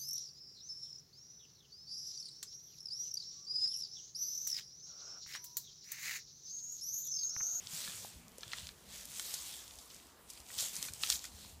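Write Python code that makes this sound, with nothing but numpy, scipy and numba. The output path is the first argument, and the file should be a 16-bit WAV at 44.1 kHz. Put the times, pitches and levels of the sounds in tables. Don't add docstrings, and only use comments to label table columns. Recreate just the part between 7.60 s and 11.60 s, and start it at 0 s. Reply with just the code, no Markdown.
import sys
import numpy as np
from scipy import signal
from scipy.fft import rfft, irfft
from scipy.io import wavfile
from scipy.ndimage import uniform_filter1d
from numba import njit

SR = 44100
rng = np.random.default_rng(int(sys.argv[2]) if len(sys.argv) > 2 else 0)


def gain_from_db(level_db):
    decades = np.asarray(level_db, float) / 20
    return 10 ** decades


def pcm_store(signal):
    levels = np.round(np.clip(np.atleast_2d(signal), -1, 1) * 32767)
    wavfile.write(sys.argv[1], SR, levels.astype(np.int16).T)


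N = 176400
TIME_S = np.arange(N) / SR
FREQ_HZ = np.fft.rfftfreq(N, 1 / SR)


def set_rms(x, db):
    return x * gain_from_db(db) / np.sqrt(np.mean(x ** 2))


def read_spectrum(table, hz):
    table_hz, db = np.array(table, float).T
    return np.interp(np.log(hz), np.log(table_hz), db)


def slow_walk(rate):
    hold = int(SR / rate)
    steps = np.repeat(rng.standard_normal(N // hold + 1), hold)
    smooth = uniform_filter1d(uniform_filter1d(steps, hold), hold)
    return 1.06 * smooth[:N]


@njit
def ring(n, start, hz, t60, size, sr):
    y = np.zeros(n)
    for k in range(len(start)):
        turn = np.exp(2j * np.pi * hz[k] / sr - np.log(1000) / (t60[k] * sr))
        phasor = size[k] + 0j
        first = max(int(start[k] * sr), 0)
        for j in range(first, min(n, first + int(t60[k] * sr))):
            y[j] += phasor.imag
            phasor *= turn
    return y


def damped_tones(s, hz, t60, size):
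    shared = np.broadcast_arrays(s, hz, t60, size)
    s, hz, t60, size = (np.ascontiguousarray(v, float).ravel() for v in shared)
    return ring(N, s, np.clip(hz, 20, SR / 2.3), np.clip(t60, 1e-4, 1), size, 1. * SR)


# (frequency [Hz], density [dB per Hz])
AIR_COLOUR = [(30, -17), (60, -0.5), (90, -5.5), (180, -4.5), (300, -11.5), (1000, -15), (1600, -20.5),
              (15500, -25.5)]
# (time [s], drone level [dB], deep rumble level [dB])
FAR_DRONE = [
    (0, 3, 6),
    (.12, -1.5, -14),
    (.4, 0, -6),
    (.6, 1.5, 0),
    (1.1, 0.5, 3),
    (1.5, -2.5, 0),
    (2.8, -5.5, -0.5),
    (3.2, 1.5, -2),
    (3.6, -3, 3.5),
    (4, -2, 3),
]
AIR_DB, RUMBLE_SWELL_DB, AIR_FLICKER_DB = -60.5, 3.5, 3


def distant_air():
    out, swell = 0, slow_walk(2.18)
    s, *rows = np.array(FAR_DRONE).T
    drone_db, deep_db = (np.interp(TIME_S, s, row) for row in rows)
    f = FREQ_HZ + 1
    for hz in 25 * 2 ** np.arange(0, 9.6, .5):
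        shape = np.clip(1 - np.abs(2 * np.log2(f / hz)), 0, 1) ** .5
        band = irfft(rfft(rng.standard_normal(N)) * shape * gain_from_db(read_spectrum(AIR_COLOUR, f)), N)
        bass_share = np.clip(150 / hz, 0, 1)
        db = RUMBLE_SWELL_DB * (swell / 4 + slow_walk(7.45)) * bass_share
        db = db + AIR_FLICKER_DB * slow_walk(18)
        db = db + drone_db * (90 < hz < 250) + deep_db * (hz < 90)
        out = out + band * gain_from_db(db)
    return set_rms(out, AIR_DB)


# (time [s], level [dB], frequency [Hz])
GRIP_THUDS = [(0.125, -44, 166), (0.276, -43, 178), (0.427, -59, 182), (0.535, -55, 180), (3.545, -52, 181),
              (0.55, -47.5, 66.4), (0.859, -49, 118), (1.02, -47, 85), (1.099, -51, 63.6),
              (1.268, -54, 70.6), (1.403, -92, 78.1), (2.168, -55, 65), (2.792, -50, 67.6),
              (2.964, -54.5, 88.8), (3.297, -49, 84.5), (3.736, -46.5, 72.4), (3.849, -54.5, 78),
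              (3.92, -49, 76)]
THUD_CYCLES = 11


def grip_thuds():
    s, db, hz = np.array(GRIP_THUDS).T
    return uniform_filter1d(damped_tones(s + 0.0071, hz, THUD_CYCLES / hz, gain_from_db(db)), size=100)


# (time [s], peak level [dB], frequency [Hz], t60 [s])
DULL_TAPS = [
    (.448, -36.5, 800, .012),
    (.784, -42.5, 510, 0.019),
    (1.739, -43, 720, 0.0094),
    (3.026, -45.5, 650, 0.02),
    (3.848, -50.5, 1030, 0.017),
]


def dull_taps():
    s, db, hz, t60 = np.array(DULL_TAPS).T
    return damped_tones(s, hz, t60, -gain_from_db(db))


# (frequency [Hz], level [dB], t60 [s])
HEAD_MODES = [(1190, -24, 0.016), (1475, -5.5, 0.034), (1860, -4, 0.029), (2300, -0.5, 0.016),
              (3500, 1, 0.0089), (3940, -3.5, 0.026)]
# (time [s], peak level [dB], extra level of low modes [dB])
HEAD_KNOCKS = [(0.2763, -42, -1), (0.8312, -44, 0.5), (0.9327, -38, 1), (1.0894, -47, -5),
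               (1.5959, -38, -5), (2.902, -55, 6), (3.2265, -47, -3), (3.2843, -46, 2), (3.4346, -34, 0.5),
               (3.5014, -32.5, -7), (3.6416, -48, 3.5), (3.6493, -46.5, 0)]


def head_knocks():
    s, db, low_db = np.array(HEAD_KNOCKS).T[..., None]
    hz, mode_db, t60 = np.array(HEAD_MODES).T
    detune, uneven = rng.standard_normal((2, len(s), len(hz)))
    blow_db = db + 1.5 + mode_db + low_db * (hz < 2600) + 2.36 * uneven
    x = damped_tones(s + 0.00095, hz * (1 + 0.055 * detune), t60, gain_from_db(blow_db))
    return signal.sosfilt(signal.butter(2, 900, "high", fs=SR, output="sos"), x)


def breaks(table, ms, octaves):
    length, lead = 2048, 64
    lag_s, trim_db = .0014, -.5
    out, t = np.zeros(N + length), np.arange(length) / SR
    f = np.fft.rfftfreq(length, 1 / SR) + 1
    for s, db, hz in table:
        fibres = np.append(3, rng.standard_normal(length - 1))
        spectrum = rfft(np.roll(fibres * gain_from_db(-60000 * t / ms), lead))
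        even = spectrum / np.sqrt(uniform_filter1d(np.abs(spectrum) ** 2, size=40))
        burst = irfft(even * np.exp(-.5 * (np.log2(f / hz) / octaves) ** 2))
        i = int((s + lag_s) * SR) - lead
        out[i:i + length] += burst * gain_from_db(db + trim_db) / np.abs(burst).max()
    return out[:N]


# (time [s], peak level [dB], centre [Hz])
TWIG_SNAPS = [(0.135, -29, 6500), (0.7815, -33.5, 7700), (0.8783, -37.5, 5680), (0.9741, -38, 5200),
              (1.054, -40, 4950), (1.0685, -30.5, 4100), (1.0888, -33.5, 3740), (1.4535, -29, 7900),
              (1.516, -33, 7700), (1.5952, -20, 6260), (2.155, -37, 8200), (2.3629, -36.5, 5630),
              (2.4677, -41, 6500), (2.7336, -37, 6600), (2.9814, -26, 6160), (3.0024, -29, 5630),
              (3.0054, -22, 7110), (3.0174, -27, 8180), (3.0234, -26, 4700), (3.1307, -35, 7900),
              (3.226, -21, 5900), (3.3347, -27, 6600), (3.4998, -10, 5500), (3.64, -29, 6200),
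              (0.6806, -41, 6400), (.692, -50, 8000), (0.7177, -46, 5000), (.6, -51, 11000),
              (.9695, -40, 8000), (.991, -39, 7000), (.998, -43, 5000), (1.0045, -41, 5500),
              (1.015, -44, 5000), (1.043, -42, 5000), (1.288, -50, 5300), (1.431, -39, 7000),
              (1.501, -36, 8000), (1.5609, -35, 5500), (1.584, -32, 7000), (1.879, -39, 6000),
              (1.925, -39, 6500), (2.0562, -44, 5370), (2.078, -37, 5000), (2.1083, -38.5, 3900),
              (2.118, -54, 6500), (2.136, -44, 6200), (2.21, -47, 7500), (2.257, -44, 7000),
              (2.399, -47.5, 3020), (2.708, -42, 7500), (2.7745, -38.5, 4000), (2.795, -47, 10000),
              (2.8013, -37, 6000), (2.864, -43, 4500), (2.886, -39, 6000), (3.3218, -38, 6000),
              (3.428, -29, 9000)]


def twig_snaps():
    return breaks(TWIG_SNAPS, ms=6, octaves=.65)


# (time [s], peak level [dB], centre [Hz])
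STALK_TEARS = [(0.0699, -28, 4340), (0.1794, -40, 4010), (0.8071, -42, 5420), (0.831, -31.5, 3660),
               (0.9167, -34.5, 3440), (0.9254, -34, 3960), (0.9323, -32, 3920), (0.9834, -33.5, 3770),
               (2.3094, -46, 3340), (2.3446, -40, 6700), (2.9861, -24.5, 4300), (3.0394, -30.5, 4400),
               (3.0833, -31, 8160), (3.1536, -28, 7400), (3.1644, -23.5, 6400), (3.434, -17.5, 3430),
               (3.4714, -30, 3620), (3.5254, -22, 4200), (3.5554, -26.5, 4550), (3.5914, -35, 4800),
               (3.8482, -42, 3960)]


def stalk_tears():
    return breaks(STALK_TEARS, ms=7, octaves=.45)


# (time [s], peak level [dB], centre [Hz])
BUNDLE_CRUNCHES = [
    (.9335, -38, 3850),
    (1.7388, -25, 6650),
    (2.1858, -39, 5800),
    (2.3, -46, 4530),
    (2.6995, -36, 6670),
    (3.5213, -24, 4260),
    (3.6514, -36, 5560),
]


def bundle_crunches():
    return breaks(BUNDLE_CRUNCHES, ms=31, octaves=0.62)


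def heap_scatter(hits):
    t60_s, scatter_db = .05, -12
    t = np.arange(4000) / SR
    tail = rng.standard_normal(len(t)) * np.exp(-np.log(1000) * t / t60_s) * (t > .001)
    tail = tail / np.sqrt(np.sum(tail ** 2))
    return hits + gain_from_db(scatter_db) * signal.fftconvolve(hits, tail)[:N]


# (frequency [Hz], density [dB per Hz])
LEAF_COLOUR = [(700, -15.5), (1200, -11.5), (2000, -7.5), (2700, -6), (3300, -2.5), (7500, 1),
               (11000, -5.5), (15500, -7.5)]
CRACK_CYCLES, LOUDEST_DB = 5.8, 8


def leaf_cracks(per_s, spread_db, scatter_s, count):
    clusters = min(int(per_s * N / SR), 80000 // count)
    moment, strength = rng.random((2, clusters, 1))
    delay, pitch, sign = rng.random((3, clusters, count))
    at = moment * N / SR - scatter_s * np.log(1 - delay)
    hz = 2000 * 8 ** pitch
    db = 10 * np.log10(hz) + np.minimum(-spread_db * np.log(1 - strength), LOUDEST_DB)
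    spectrum = rfft(damped_tones(at, hz, CRACK_CYCLES / hz, gain_from_db(db) * np.sign(sign - .5)))
    even = spectrum / np.sqrt(uniform_filter1d(np.abs(spectrum) ** 2, size=2000))
    return set_rms(irfft(even * gain_from_db(read_spectrum(LEAF_COLOUR, FREQ_HZ + 1)), N), 0)


# (time [s], pitch [Hz], boost [dB])
HOLLOW_PITCH = [(0, 2400, 10), (.12, 4740, 1), (.28, 3700, 8), (.4, 2930, -3.5), (.65, 2360, 15),
                (.92, 3670, 1.5), (1.1, 2560, 7), (1.4, 3500, 1.5), (1.75, 4000, 3), (2, 3300, 5.5),
                (2.4, 3280, 1), (2.9, 2300, 7.5), (3.02, 4200, 2.5), (3.25, 2040, 4.5), (3.52, 3920, 3.5),
                (4, 3800, 9)]
HOLLOW_OCTAVES, PATCHY_DB = 0.091, 2


def leaf_patches(x):
    spectrum, out = rfft(x), 0
    s, hz, db = np.array(HOLLOW_PITCH).T
    centre, boost_db = (np.interp(TIME_S, s, v) for v in (np.log2(hz), db))
    for octave in np.arange(9, 14.5, .25):
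        shape = np.clip(1 - 4 * np.abs(np.log2(FREQ_HZ + 1) - octave), 0, 1)
        band = irfft(spectrum * shape, N)
        near = np.exp(-.5 * ((octave - centre) / HOLLOW_OCTAVES) ** 2)
        out = out + band * gain_from_db(PATCHY_DB * slow_walk(25.06) + boost_db * near)
    return out


# (peak time [s], level [dB], rise [s per 20 dB], fall [s per 20 dB], brightness [dB])
DRAG_SURGES = [(0.01, -56.5, 6, 0.12, -0.9), (.175, -45, 0.12, 0.19, 1), (.29, -48, 0.33, 0.33, -2),
               (.43, -53.5, .22, .14, .2), (.55, -66, .2, 0.2, -2), (.875, -57.5, 0.17, 0.2, -5),
               (.936, -54.5, .07, 0.2, -10), (.995, -56, 0.06, 0.14, -2.5), (1.085, -61, .07, .08, -1),
               (1.22, -66, .2, .2, -3), (1.366, -50, 0.12, 0.14, -3), (1.5, -56, .1, .1, 0),
               (1.6, -47.5, 0.15, 0.31, -0.2), (1.742, -46, .04, .028, .7), (1.75, -49.5, .3, .33, .2),
               (1.92, -49.5, 0.29, 0.16, -1), (2.07, -57, .15, .17, -1), (2.2, -59, .06, .12, .2),
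               (2.33, -57.5, .12, .12, -.5), (2.44, -63.5, 0.15, .17, -1.5), (2.702, -56, .04, .05, .7),
               (2.77, -58.5, .12, .1, .2), (2.945, -50.5, .115, .12, 0)]
# (peak time [s], level [dB], rise [s per 20 dB], fall [s per 20 dB], brightness [dB])
LOAD_RIPS = [
    (2.99, -39, 0.02, 0.11, 1),
    (3.04, -43.5, 0.12, 0.13, 1),
    (3.16, -46, 0.056, 0.11, 0.9),
    (3.235, -44.5, 0.036, 0.097, 0.71),
    (3.34, -54, 0.02, 0.15, 1),
    (3.451, -41.5, 0.065, 0.094, -0.066),
    (3.502, -38, 0.024, 0.052, 0.94),
    (3.525, -38.5, 0.011, 0.07, 1),
    (3.65, -52.5, 0.14, 0.075, -1.5),
    (3.85, -56.5, 0.27, 0.15, -1.2),
]


def drag_effort():
    s, db, rise, fall, bright_db = np.array(DRAG_SURGES + LOAD_RIPS).T[..., None]
    late = np.arange(0, N + 63, 64) / SR - s
    slope = np.where(late < 0, rise, fall).clip(.02)
    db = db - 20 * (late / slope) ** 2
    gains = []
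    for tilt in (-1, 1):
        power = np.sum(gain_from_db(db + tilt * bright_db) ** 2, axis=0)
        gains.append(np.repeat(np.sqrt(power), 64)[:N])
    return gains


def leaf_rustle():
    flutter_db, crackle_db, bright_hz = 0.5, -7.5, 4700
    dense = leaf_cracks(11000, spread_db=1.5, scatter_s=0, count=1) * gain_from_db(flutter_db * slow_walk(39.97))
    crackle = leaf_cracks(260, spread_db=3, scatter_s=.0007, count=10)
    x = leaf_patches(dense + gain_from_db(crackle_db) * crackle)
    dull = irfft(rfft(x) / (1 + (FREQ_HZ / bright_hz) ** 2), N)
    dull_gain, bright_gain = drag_effort()
    return dull * dull_gain + (x - dull) * bright_gain


def scene():
    background = distant_air()
    handle = grip_thuds() + dull_taps()
    hits = heap_scatter(head_knocks() + twig_snaps() + stalk_tears() + bundle_crunches())
    return (background + handle + hits + leaf_rustle())[None]


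def low_pass(x):
    return signal.sosfilt(signal.butter(12, 16460, fs=SR, output="sos"), x)


def record(dry):
    no_bottom = signal.sosfilt(signal.butter(2, 40, "high", fs=SR, output="sos"), dry)
    mix = signal.sosfilt(signal.ellip(8, .2, 60, 15250, fs=SR, output="sos"), no_bottom)
    return low_pass(mix)


dry = scene()
out = record(dry)
pcm_store(out)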